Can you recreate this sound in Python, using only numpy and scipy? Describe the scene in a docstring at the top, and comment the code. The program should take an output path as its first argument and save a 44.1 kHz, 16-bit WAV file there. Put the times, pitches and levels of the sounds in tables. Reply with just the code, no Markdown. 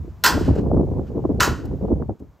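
"""Stepladder in a windy field

At the edge of an open field, a few metres from a stereo microphone, an aluminium stepladder is clapped
shut twice. Each time the rails meet in a quick clatter, ring, and rub as they settle; grass and trees
scatter a faint tail. Gusts buffet the microphone with a low, lumpy rumble and die away at the end."""
import sys
import numpy as np
from scipy import signal
from scipy.fft import rfft, irfft
from scipy.io import wavfile
from scipy.ndimage import uniform_filter1d, minimum_filter1d

SR = 44100
rng = np.random.default_rng(int(sys.argv[2]) if len(sys.argv) > 2 else 0)


def persist_wave(psi):
    """Save psi, clipped to +-1, as 16-bit WAV."""
    counts = np.round(np.clip(psi, -1, 1) * 32767).astype(np.int16)
    wavfile.write(sys.argv[1], SR, np.atleast_2d(counts).T)


N = 105840

# Distant open-air hush, its colour: f/Hz, level/dB
HUSH_COLOUR = [(100, -1), (400, -5), (1000, -7), (2000, -19.5), (4000, -26.5), (7000, -27), (10000, -41),
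               (13000, -29), (16000, -36)]
# The hush sinks near the end: t/s, level/dB
HUSH_LEVEL = [(1.85, 3.5), (2.15, -2.5)]
# Deep wind rumble on the microphone, its colour: f/Hz, level/dB
RUMBLE_COLOUR = [(15, -37), (30, -14.5), (48, -9.5), (70, -3), (100, -7.5), (150, -11.5), (300, -29.5),
                 (1000, -82.5)]
# Swells of that rumble: t/s, level/dB
RUMBLE_LEVEL = [(0.0, -32), (0.23, -46.5), (0.34, -26.5), (0.48, -23.5), (0.51, -18), (0.6, -31),
                (0.78, -19.5), (0.94, -28.5), (0.98, -22), (1.07, -38), (1.4, -24.5), (1.46, -36),
                (1.5, -22.5), (1.58, -35), (1.75, -26.5), (1.8, -34), (1.83, -26.5), (1.91, -33.5),
                (1.94, -25), (2.08, -36), (2.1, -23), (2.18, -62.5), (2.23, -41.5), (2.4, -67.5)]
# Buffeting at the microphone ports, its colour: f/Hz, level/dB
BUFFET_COLOUR = [(70, -13), (140, 1.5), (300, 1.5), (450, -3), (650, -13), (1000, -25), (1500, -50.5),
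                 (2500, -69), (5000, -89)]
# Gusts that drive the buffeting: t/s, level/dB
GUST_LEVEL = [(0.02, -50.5), (0.09, -37), (0.11, -67), (0.22, -56), (0.25, -33.5), (0.38, -21.5),
              (0.4, -30), (0.42, -20.5), (0.44, -30.5), (0.46, -33), (0.49, -14), (0.52, -26.5),
              (0.63, -23), (0.81, -16), (0.86, -33), (0.99, -23.5), (1.08, -36.5), (1.09, -31.5),
              (1.13, -32), (1.19, -19.5), (1.22, -33.5), (1.25, -19), (1.29, -33.5), (1.3, -22.5),
              (1.45, -30), (1.47, -23.5), (1.53, -27), (1.54, -35.5), (1.65, -32.5), (1.69, -31),
              (1.7, -33.5), (1.73, -26), (1.79, -41), (1.84, -20.5), (1.86, -21), (1.87, -28.5),
              (1.93, -17), (1.95, -33), (2.03, -23.5), (2.05, -37), (2.08, -52), (2.09, -22.5),
              (2.19, -60.5), (2.21, -30), (2.29, -59), (2.4, -64.5)]
# Single eddies hitting the microphone: t/s, level/dB, f/Hz, decay/cycles
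EDDY_THUMPS = [(0.048, -27.5, 330, 0.42), (0.081, -24, 330, 0.76), (0.367, -13.5, 260, .7),
               (0.380, -7, 507, 0.37), (0.415, -13.5, 240, 0.95), (0.507, -8, 100, 0.9),
               (0.564, -9, 420, 0.54), (0.902, -16.5, 300, 0.35), (0.7168, -5.5, 600, 0.57),
               (0.7725, -11, 552, 0.29), (0.7954, -7, 270, 0.49), (0.811, -3, 290, 0.79),
               (0.839, -14, 392, 0.94), (0.995, -11.5, 380, 0.25), (1.180, -11.5, 405, 0.41),
               (1.241, -15, 400, 0.23), (1.294, -11.5, 430, 0.58), (1.337, -29, 420, 0.29),
               (1.748, -16.5, 331, .4), (1.813, -21, 450, 0.44), (1.886, -18.5, 602, 0.53),
               (1.831, -16, 173, 0.55), (1.856, -13, 330, 0.28), (1.93, -8, 270, 1),
               (2.0242, -18, 850, 0.26), (2.096, -15, 560, 0.38), (2.105, -19.5, 480, .3)]
# How unlike the ladder sounds left and right: f/Hz, side level/dB
SIDE_COLOUR = [(500, -11), (1100, -17), (1800, -27), (3200, -19), (5000, -19.5), (5800, -19), (8000, -10),
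               (10000, -33), (12000, -19.5), (15000, -13)]
# Treble phase of the clatter and its tail, left minus right, opposite near 10 kHz: f/Hz, phase/rad
STEREO_PHASE = [(1500, 0), (4600, .5), (5800, -.1), (7400, -.1), (8900, -1.6), (9600, -3.1), (10400, -3.17),
                (12000, -5.2), (13000, -6.2), (14000, -6.3), (15700, -8.8)]
# Loose rails rubbing: t/s, level/dB, half length/s, brightness/(dB per octave)
RAIL_RUBS = [(0.400, -43.5, 0.024, 0), (0.46, -39, 0.036, -4), (0.531, -47, 0.062, -6.5),
             (0.558, -52, 0.0068, 0.5), (0.585, -43, 0.015, -5), (0.614, -54.5, .012, -5),
             (1.081, -53, .018, -5.5), (1.564, -49.5, 0.039, -2), (1.605, -54.5, 0.01, -3.5),
             (1.657, -59.5, 0.0063, 5), (2.199, -70, .006, 4)]
# Broad humps in which the ladder's lesser modes bunch: f/Hz, level/dB
LADDER_COLOUR = [(300, -17), (450, -9), (720, -10), (1000, -1.5), (1180, -2), (1450, 2), (2200, -9.5),
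                 (2900, -3), (3550, -13), (4150, -7), (4500, -9), (5000, -7), (6100, -10.5), (7250, -9.5),
                 (8000, -13), (11000, -14), (15500, -20)]
# The ladder's strongest modes: f/Hz
MAIN_MODE_HZ = [834, 974, 1012, 1064, 1254, 1373, 1409, 1448, 1567, 1685, 2668, 3205, 4128, 5028]
# The same modes, in order: level/dB
MAIN_MODE_DB = [-13, -6.5, -1, -3.5, -5, -3, -1.5, -2, 0, -5.5, -9, -11.5, -10, -12]
# Rail striking rail, six times a clap: t/s, level/dB, brightness/(dB per octave), relative crack/dB
RAIL_CONTACTS = [(0.2379, -2, -1.5, -3.5), (0.2388, -2.5, 2.5, 2.5), (0.2472, -0.5, -6.5, -12.5),
                 (0.2605, 0, 0.5, -6), (0.278, -11, -8.5, -12), (0.3280, -18.5, -8, -13.5),
                 (1.4001, -6.5, -4.5, -6), (1.4048, 0, -1.5, -3), (1.409, -1.5, -13.5, -16),
                 (1.4214, -17, 4, -5.5), (1.429, -9, 0.5, -2), (1.442, -8, -2.5, -12)]

HUSH_DB, RUMBLE_DB, BUFFET_DB, WIND_SIDE_DB = -59, 2, -1, -9
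EDDY_DB, EDDY_HZ = 3, 73  # depth and rate of the flutter within a gust
EDGE_HZ, EDGE_GROWTH = 460, 0.25  # buffeting above this frequency gains extra dB per dB of gust
CRACKLE_DB, CRACKLE_HZ = 4, 130  # faster flutter of that upper band
TAIL_DB, TAIL_SIDE_DB, TAIL_T60_S, TAIL_DELAY_S, AIR_HZ = -19.5, -17, 0.48, .05, 7500
STIR_HZ = 45  # how fast swaying leaves and grass scramble the tail
RING_DB, CLANG_DB, CHATTER_S, CRACK_S = -24, -14.5, .0022, 0.0051
MODE_T60_S, T60_SLOPE = 0.28, -0.16  # ring time at 1.5 kHz; power of frequency
LOW_CUT_HZ, TOP_HZ, THUMP_TOP_HZ, CEILING = 35, 15800, 1760, .9


def undb(db):
    """Decibels to gain."""
    return 10 ** (np.asarray(db) / 20)


def unit(x):
    """Scale to rms 1."""
    return x / np.sqrt(np.mean(x ** 2))


def curve(points):
    """Join (t/s, value) points by straight lines with rounded corners."""
    return uniform_filter1d(np.interp(np.arange(N) / SR, *np.array(points).T), size=260)


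def gain_at(hz, points):
    """Gain of an (f/Hz, level/dB) curve."""
    f, db = np.array(points).T
    return undb(np.interp(np.log(hz), np.log(f), db))


def shape(x, response):
    """Filter by a gain given as a function of frequency."""
    size = 2 * x.shape[-1]
    return irfft(rfft(x, size) * response(np.fft.rfftfreq(size, 1 / SR) + 1))[..., :size // 2]


def colour(x, points):
    """Filter by an (f/Hz, level/dB) curve."""
    return shape(x, lambda f: gain_at(f, points))


def lowpass(x, hz, order):
    """Roll off above hz."""
    return shape(x, lambda f: 1 / (1 + (f / hz) ** order))


def tilt(x, slope_db):
    """Brighten or dull the treble by so many dB per octave."""
    return shape(x, lambda f: undb(slope_db * np.log2(np.hypot(1, f / 2000))))


def noise(points, side_db):
    """Coloured stereo noise with a mid of rms 1."""
    mid, side = (unit(colour(rng.standard_normal(N), points)) for _ in range(2))
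    return mid + undb(side_db) * side * np.array([[1], [-1]])


def wander(hz):
    """Smooth random drift of rms 1."""
    return unit(lowpass(rng.standard_normal(N), hz, order=4))


def burst(start_s, decay_s):
    """Noise of unit energy that starts at once and dies away."""
    age = np.arange(N) / SR - start_s
    x = rng.standard_normal(N) * (age >= 0) * np.exp(-np.abs(age) / decay_s)
    return x / np.sqrt(np.sum(x ** 2))


def hush():
    """Open air far from the microphone: a faint bed of noise."""
    return undb(HUSH_DB + curve(HUSH_LEVEL)) * noise(HUSH_COLOUR, side_db=-15)


def wind():
    """Turbulence right at the ports: deep rumble and fluttering buffets that brighten as a gust grows."""
    gust_db = curve(GUST_LEVEL) + EDDY_DB * 2 * np.tanh(wander(EDDY_HZ) / 2)
    flow = noise(BUFFET_COLOUR, WIND_SIDE_DB)
    low = lowpass(flow, EDGE_HZ, order=4)
    edge_db = EDGE_GROWTH * (gust_db + 22.5) + CRACKLE_DB * wander(CRACKLE_HZ)
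    buffet = undb(gust_db + BUFFET_DB) * (low + (flow - low) * undb(edge_db))
    rumble = undb(curve(RUMBLE_LEVEL) + RUMBLE_DB) * noise(RUMBLE_COLOUR, WIND_SIDE_DB)
    return buffet + rumble


def thumps():
    """Each strong eddy swings the pressure at the microphone once or twice, with a sharp crest."""
    pressure = np.zeros(N)
    for (when, db, hz, decay), phase in zip(EDDY_THUMPS, rng.random(len(EDDY_THUMPS))):
        cycles = (np.arange(N) / SR - when) * hz
        crest = np.exp(-np.hypot(.25, cycles / decay))
        pressure += undb(db) * np.cos(2 * np.pi * (cycles + phase)) * crest
    return lowpass(pressure, THUMP_TOP_HZ, order=8)


def field_tail(x):
    """Swaying grass and trees send back a faint, dull, diffuse tail."""
    paths = undb(TAIL_DB) * burst(TAIL_DELAY_S, TAIL_T60_S / np.log(1000))
    echoes = signal.fftconvolve(x, paths)[:N]
    stirred = np.real(signal.hilbert(echoes) * np.exp(2j * wander(STIR_HZ)))
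    return lowpass(stirred, AIR_HZ, order=2)


def stereo_spread(x):
    """Spread the clatter and its tail: treble phase differs left and right, so it sounds wide and hollow."""
    mid = x + field_tail(x)
    smeared = signal.fftconvolve(x, burst(0, decay_s=0.0087))[:N]
    side = colour(smeared, SIDE_COLOUR) + undb(TAIL_SIDE_DB) * field_tail(x)
    hz, phase = np.array(STEREO_PHASE).T
    return np.array([shape(mid + sign * side, lambda f: np.exp(sign * .5j * np.interp(f, hz, phase)))
                     for sign in (1, -1)])


def rubs():
    """Faint grainy scrapes of rail on rail, in the colour of the ladder."""
    t = np.arange(N) / SR
    grain = unit(colour(rng.laplace(size=N), LADDER_COLOUR))
    return sum(undb(db) * tilt(grain * np.exp(-((t - when) / half) ** 2), bright)
               for when, db, half, bright in RAIL_RUBS)


def ring(hz, gains):
    """Response of the ladder's modes to one tap; higher ones die sooner."""
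    t = np.arange(SR // 2) / SR
    t60 = MODE_T60_S * (np.array(hz) / 1500) ** T60_SLOPE
    return sum(gain * np.sin(2 * np.pi * f * t) * np.exp(-rate * t)
               for f, gain, rate in zip(hz, gains, np.log(1000) / t60))


def lesser_modes(count=1100):
    """The many close modes of rails, rungs and braces, sparser towards the treble."""
    place = (np.arange(count) + rng.random(count)) / count
    hz = (np.sqrt(LADDER_COLOUR[0][0]) * (1 - place) + np.sqrt(TOP_HZ) * place) ** 2
    gains = gain_at(hz, LADDER_COLOUR) * hz ** .25 * rng.choice([-1, 1], count)
    return ring(hz, gains / np.sqrt(np.sum(gains ** 2) / 2))


def ladder_claps():
    """Each contact is a blow that rings the main modes, a chatter that rings the rest, and a dry crack."""
    drive = np.zeros((3, N))
    for start, db, bright, crack_db in RAIL_CONTACTS:
        blow = 1. * (np.arange(N) == int(start * SR))
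        contact = np.array([blow, burst(start, CHATTER_S), undb(crack_db) * burst(start, CRACK_S)])
        drive += undb(db) * tilt(contact, bright)
    blows, chatter, cracks = drive
    main_modes = ring(MAIN_MODE_HZ, undb(MAIN_MODE_DB) * (-1) ** np.arange(len(MAIN_MODE_HZ)))
    ringing = undb(RING_DB) * signal.fftconvolve(blows, main_modes)[:N]
    clang = undb(CLANG_DB) * signal.fftconvolve(chatter, lesser_modes())[:N]
    return ringing + clang + np.sqrt(SR * CRACK_S) * colour(cracks, LADDER_COLOUR)


def scene():
    """The ladder a few metres away, wind on the microphone, the hush of the field behind."""
    return stereo_spread(ladder_claps() + rubs()) + wind() + thumps() + hush()


def record(dry):
    """The recorder cuts the deepest rumble and the top; a quick limiter holds down the peaks."""
    thinned = shape(dry, lambda f: 1 / np.sqrt(1 + (LOW_CUT_HZ / f) ** 8))
    gain = CEILING / np.maximum(np.abs(thinned).max(axis=0), CEILING)
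    held = minimum_filter1d(gain, size=201)
    eased = uniform_filter1d(uniform_filter1d(held, size=101), size=101)
    top_cut = signal.ellip(10, .2, 70, TOP_HZ, fs=SR, output="sos")
    return signal.sosfilt(top_cut, thinned * eased)


dry = scene()
out = record(dry)
persist_wave(out)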